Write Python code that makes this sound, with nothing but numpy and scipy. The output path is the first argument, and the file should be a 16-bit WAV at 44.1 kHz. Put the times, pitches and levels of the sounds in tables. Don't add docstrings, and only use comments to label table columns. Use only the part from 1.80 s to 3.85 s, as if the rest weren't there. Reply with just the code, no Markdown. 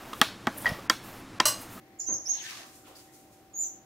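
import sys
import numpy as np
from scipy import signal
from scipy.fft import rfft, irfft, next_fast_len
from scipy.io import wavfile
from scipy.ndimage import map_coordinates

SR = 44100
rng = np.random.default_rng(int(sys.argv[2]) if len(sys.argv) > 2 else 0)


def store_pcm(level_fs):
    pcm = np.round(np.clip(level_fs, -1, 1) * 32767).astype(np.int16)
    wavfile.write(sys.argv[1], SR, np.atleast_2d(pcm).T)


def makeup_ratio(level_db):
    decades = np.asarray(level_db, float) / 20
    return 10 ** decades


N = 90404


def unit(x):
    return x / np.sqrt(np.mean(x ** 2) + 1e-20)


def along(points, hz):
    f, v = np.transpose(points)
    return np.interp(np.log(hz + 1), np.log(f + 1), v)


def curves(rows):
    s, *cols = np.transpose(rows)
    return [np.interp(np.arange(N) / SR, s, c) for c in cols]


def wobble(rate):
    return map_coordinates(rng.standard_normal(N // 100), [np.arange(N) * rate / SR])


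def filtered(x, response):
    m = next_fast_len(N + 8192)
    return irfft(rfft(x, m) * response(np.fft.rfftfreq(m, 1 / SR)), m)[..., :N]


def spread(pair, spectrum):
    # frequency in Hz, correlation (1 is identical).
    likeness = [(40, .985), (120, .92), (350, .9), (700, .7), (1400, .52), (2800, .05), (6000, .1),
                (15000, .08)]

    def response(hz):
        turn = np.arccos(np.clip(along(likeness, hz), -1, 1)) / 2
        return makeup_ratio(along(spectrum, hz)) * [np.cos(turn), np.sin(turn)]

    mid, side = filtered(pair, response)
    return unit(np.array([mid + side, mid - side]))


def hall(x):
    # frequency in Hz, time to fall 60 dB in seconds.
    decay = [(150, 0.43), (1500, 1), (5000, 0.44), (7000, 0.32), (14000, 0.42)]
    first_wall_s = 0.0056
    hz, t, z = signal.stft(rng.standard_normal((2, SR * 2 // 3)), SR, nperseg=256)
    tail = signal.istft(z * makeup_ratio(-60 * t / along(decay, hz)[:, None]), SR, nperseg=256)[1]
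    tail = tail / np.linalg.norm(tail[0])
    tail = np.pad(tail, ((0, 0), (int(first_wall_s * SR), 0)))
    return signal.fftconvolve(x[None], tail, axes=1)[:, :N]


def rise_fade(s, db, rise, t60):
    t = np.arange(N) / SR
    return makeup_ratio(db - 60 * np.clip(t - s - rise, 0, 9) / t60) * np.clip((t - s) / rise, 0, 1)


def burst(s, db, rise, t60, hz, width):
    steps = hz + width * np.array([-4, -2, -1, -.5, 0, .5, 1, 2, 4, 8, 30])
    band = [(max(f, 5), -20 * np.log10(1 + (2 * (f - hz) / width) ** 2)) for f in steps]
    return rise_fade(s, db, rise, t60) * spread(rng.standard_normal((2, N)), band)


def near_panes(voice):
    walls = np.zeros((2, int(.02 * SR) + 1))
    for side in walls:
        side[rng.integers(40, len(side), size=8)] = rng.choice([-1, 1], size=8)
    return unit(signal.fftconvolve(voice[None], walls, axes=1)[:, :N])


def finches():
    # time in seconds, pitch in Hz, level in dB,
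    # second harmonic in dB relative to the first.
    chirps = [
        [(.186, 6300, -57, -33.5), (.193, 7280, -48, -31), (.201, 6850, -29.5, -31), (.205, 6020, -43, -24.5),
         (.208, 5220, -44.5, -20), (.211, 4230, -60, -38), (.213, 4240, -63.5, -41.5)],
        [(.259, 5760, -67, -58), (.265, 6136, -39, -21.5), (.28, 6183, -32.5, -43.5), (.297, 6666, -36, -50),
         (.32, 6618, -32.5, -58.5), (.333, 6400, -30.5, -23), (.34, 5860, -36.5, -37.5), (.344, 5050, -52, -50),
         (.348, 4460, -58, -54)],
        [(.45, 5070, -65, -26), (.458, 5300, -44, -13.5), (.47, 5680, -36, -32), (.485, 6180, -36.5, -22),
         (.498, 6534, -28.5, -42), (.51, 6560, -32, -33), (.525, 6465, -33, -47), (.534, 5950, -37, -58),
         (.543, 5360, -42, -52)],
        [(1.732, 7200, -63, -35), (1.744, 6690, -44.5, -51), (1.755, 6550, -47, -27), (1.775, 6790, -41, -11.5),
         (1.795, 7076, -32, -29), (1.815, 7024, -34, -35), (1.83, 6710, -37.5, -16), (1.845, 6050, -40.5, -57),
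         (1.855, 5680, -61, -33)],
    ]
    perches = [-5, -8.5, -9.5, -6.5]
    panes_db, hall_db = -4, 3
    flutter_db, edge_s = 1.5, .003
    out, t = np.zeros((2, N)), np.arange(N) / SR
    for rows, pan_db in zip(chirps, perches):
        hz, db, octave_db = curves(rows)
        phase = 2 * np.pi * np.cumsum(hz) / SR
        whistle = np.sin(phase) + makeup_ratio(octave_db) * np.sin(2 * phase)
        on = np.clip(np.minimum(t - rows[0][0], rows[-1][0] - t) / edge_s, 0, 1)
        voice = on * np.sqrt(2) * makeup_ratio(db + flutter_db * wobble(120)) * whistle
        direct = voice * makeup_ratio([[pan_db / 2], [-pan_db / 2]])
        room = makeup_ratio(panes_db) * near_panes(voice) + makeup_ratio(hall_db) * unit(hall(voice))
        out += direct + np.std(voice) * room
    return out


def bag_ring():
    # centre in Hz, width in Hz, relative level in dB.
    modes = [(1550, 50, -2), (1810, 90, 3)]
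    start_s, hold_s, level_db = .637, .05, -51

    def response(f):
        return sum(makeup_ratio(g) * w * w / (w * w + 4 * (f - c) ** 2) / np.sqrt(w) for c, w, g in modes)

    u = (np.arange(N) / SR - start_s) / hold_s
    ring = makeup_ratio(level_db) * unit(filtered(rng.standard_normal(N), response))
    ring = ring * np.clip(8 * u, 0, 1) * np.exp(-4 * np.clip(u - 1, 0, 9))
    return ring + makeup_ratio(-7) * hall(ring)


def swish():
    # time in seconds, level of the body in dB,
    # centre of the hollow in Hz, hollow over the body in dB.
    strokes = [(.44, -70.5, 1960, 2), (.48, -55.5, 1930, -8), (.52, -57.5, 3840, -1),
               (.56, -50, 3930, -4.5), (.585, -52.5, 3800, 4.5), (.61, -51.5, 2970, 4.5),
               (.635, -44, 2030, -25), (.655, -44.5, 4000, -1), (.70, -41.5, 2420, -6.5),
               (.74, -43, 2140, -13), (.8, -46, 1390, -22), (.85, -53, 1110, -3), (.93, -61.5, 1210, -24),
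               (1.02, -71.5, 1220, -11)]
    # frequency in Hz, relative level in dB per Hz.
    body_colour = [(530, -57), (900, -22), (1360, -20.5), (1510, -12), (1850, -10), (2250, -11),
                   (6430, -12.5), (7850, -18.5), (15000, -26)]
    hollow_share = .17
    db, centre_hz, hollow_db = curves(strokes)
    grain = makeup_ratio(1.2 * wobble(300) + 0.2 * wobble(24.6))
    body = spread(rng.standard_normal((2, N)) * grain, body_colour)
    hz, t, z = signal.stft(rng.standard_normal((2, N)) * grain, SR, nperseg=256)
    centre = np.interp(t, np.arange(N) / SR, centre_hz)
    peak = 1 / (1 + ((hz[:, None] - centre) / (hollow_share * centre)) ** 2) / np.sqrt(centre)
    a, b = signal.istft(z * peak, SR, nperseg=256)[1][:, :N]
    hollow = unit(np.array([a + 1.8 * b, 0.77 * (a - 1.2 * b)]))
    return makeup_ratio(db) * (body + makeup_ratio(hollow_db) * hollow) + bag_ring()


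def thud():
    # start in seconds, level in dB before the gain of each resonance.
    bumps = [(.285, -49), (.302, -48), (.335, -60)]
    # centre in Hz, width in Hz, gain in dB, time to fall 60 dB in seconds.
    modes = [(90, 38, -11, .7), (187, 130, -2, 0.26), (300, 170, 3, 0.33), (557, 190, -1.5, 0.54),
             (1050, 520, -3.5, 0.44), (1710, 1200, -7, .25)]
    rise_s = .002
    t = np.arange(N) / SR

    def kick(t60):
        power = 0
        for s, db in bumps:
            fade = makeup_ratio(db - 60 * np.clip(t - s, 0, 9) / t60)
            power = power + (fade * np.clip((t - s) / rise_s, 0, 1)) ** 2
        return np.sqrt(power)

    return sum(kick(t60) * burst(-1, g, 1, 1e6, hz, width) for hz, width, g, t60 in modes)


def rustle():
    # start in seconds, level in dB, rise in seconds,
    # time to fall 60 dB in seconds.
    slides = [(.455, -76, 0.025, 0.9), (.84, -55.5, 0.025, 1), (.92, -58.5, 0.038, 0.45),
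              (1.058, -60.5, 0.018, 0.58), (1.148, -54.5, 0.02, 0.69), (1.319, -57, 0.026, 0.68),
              (1.51, -63.5, 0.021, 0.53), (1.82, -89, .01, 0.089)]
    # frequency in Hz, relative level in dB per Hz.
    grain_colour = [(1180, -48), (2000, -7.5), (2590, -10), (2900, -13), (4690, -6.5), (6970, -2),
                    (15700, -8.5)]
    # start in seconds, level in dB,
    # rise in seconds, time to fall 60 dB in seconds, centre in Hz, width in Hz.
    scuffs = [(.465, -55.5, 0.017, 0.78, 780, 550), (0.549, -54, 0.01, 0.21, 850, 148),
              (.68, -54.5, 0.044, 1, 1165, 352), (.73, -57, 0.08, 0.27, 720, 250),
              (1.03, -64.5, 0.014, 0.9, 1410, 300), (1.04, -58, 0.019, 0.95, 2960, 2580),
              (1.066, -57.5, 0.0097, 0.63, 1050, 540), (1.073, -54.5, 0.0081, 0.64, 594, 300),
              (1.152, -52.5, .003, 0.13, 4820, 900), (1.184, -56.5, .01, 0.17, 4860, 1200),
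              (1.27, -64.5, 0.018, 0.39, 1910, 200), (1.815, -61.5, 0.011, .25, 3900, 2500),
              (1.82, -69, 0.01, 0.28, 4100, 300)]
    grains_per_s = 2500
    shape = sum(rise_fade(*row) for row in slides)
    clicks = (rng.random((2, N)) < grains_per_s / SR) * rng.standard_normal((2, N))
    clicks = clicks + 0.36 * rng.standard_normal((2, N))
    return shape * spread(clicks, grain_colour) + sum(burst(*row) for row in scuffs)


def pump():
    # frequency in Hz, rms level in dB ahead of panning.
    hum = [(118.4, -85.5), (279.9, -76), (312.2, -67), (349.9, -68), (387.6, -71), (506.0, -83.5),
           (597.5, -75), (694.4, -82.5), (769.8, -65)]
    waver_db, drift_hz = 0.5, 1.46
    t, lines = np.arange(N) / SR, np.zeros(N)
    for hz, db in hum:
        level = np.sqrt(2) * makeup_ratio(db + waver_db * wobble(8.79))
        cycles = hz * t + np.cumsum(drift_hz * wobble(12.73)) / SR + rng.random()
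        lines += level * np.sin(2 * np.pi * cycles)
    return lines * makeup_ratio([[.6], [-.6]])


def room_air():
    # frequency in Hz, relative level in dB per Hz.
    air_colour = [(13, -69), (22, -21.5), (124, -5), (159, -11), (308, -4), (416, -12.5), (783, -12),
                  (976, -18.5), (1990, -23), (6320, -34), (7660, -36), (15700, -28.5)]
    level_db = -59
    return makeup_ratio(level_db + 0.2 * wobble(1.7)) * spread(rng.standard_normal((2, N)), air_colour)


def scene():
    return finches() + swish() + thud() + rustle() + pump() + room_air()


def roll_off(x):
    return signal.sosfilt(signal.butter(12, 15810, fs=SR, output="sos"), x)


def record(dry):
    left_lead_s, lead_up_to_hz, top_hz = 2.5 / 44100, 1500, 15750

    def response(hz):
        phase = np.pi * np.minimum(hz, lead_up_to_hz) * left_lead_s
        return (hz < top_hz) * np.exp(1j * phase * np.array([[1], [-1]]))

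    ports = filtered(dry, response)
    return roll_off(ports)


dry = scene()
out = record(dry)
store_pcm(out)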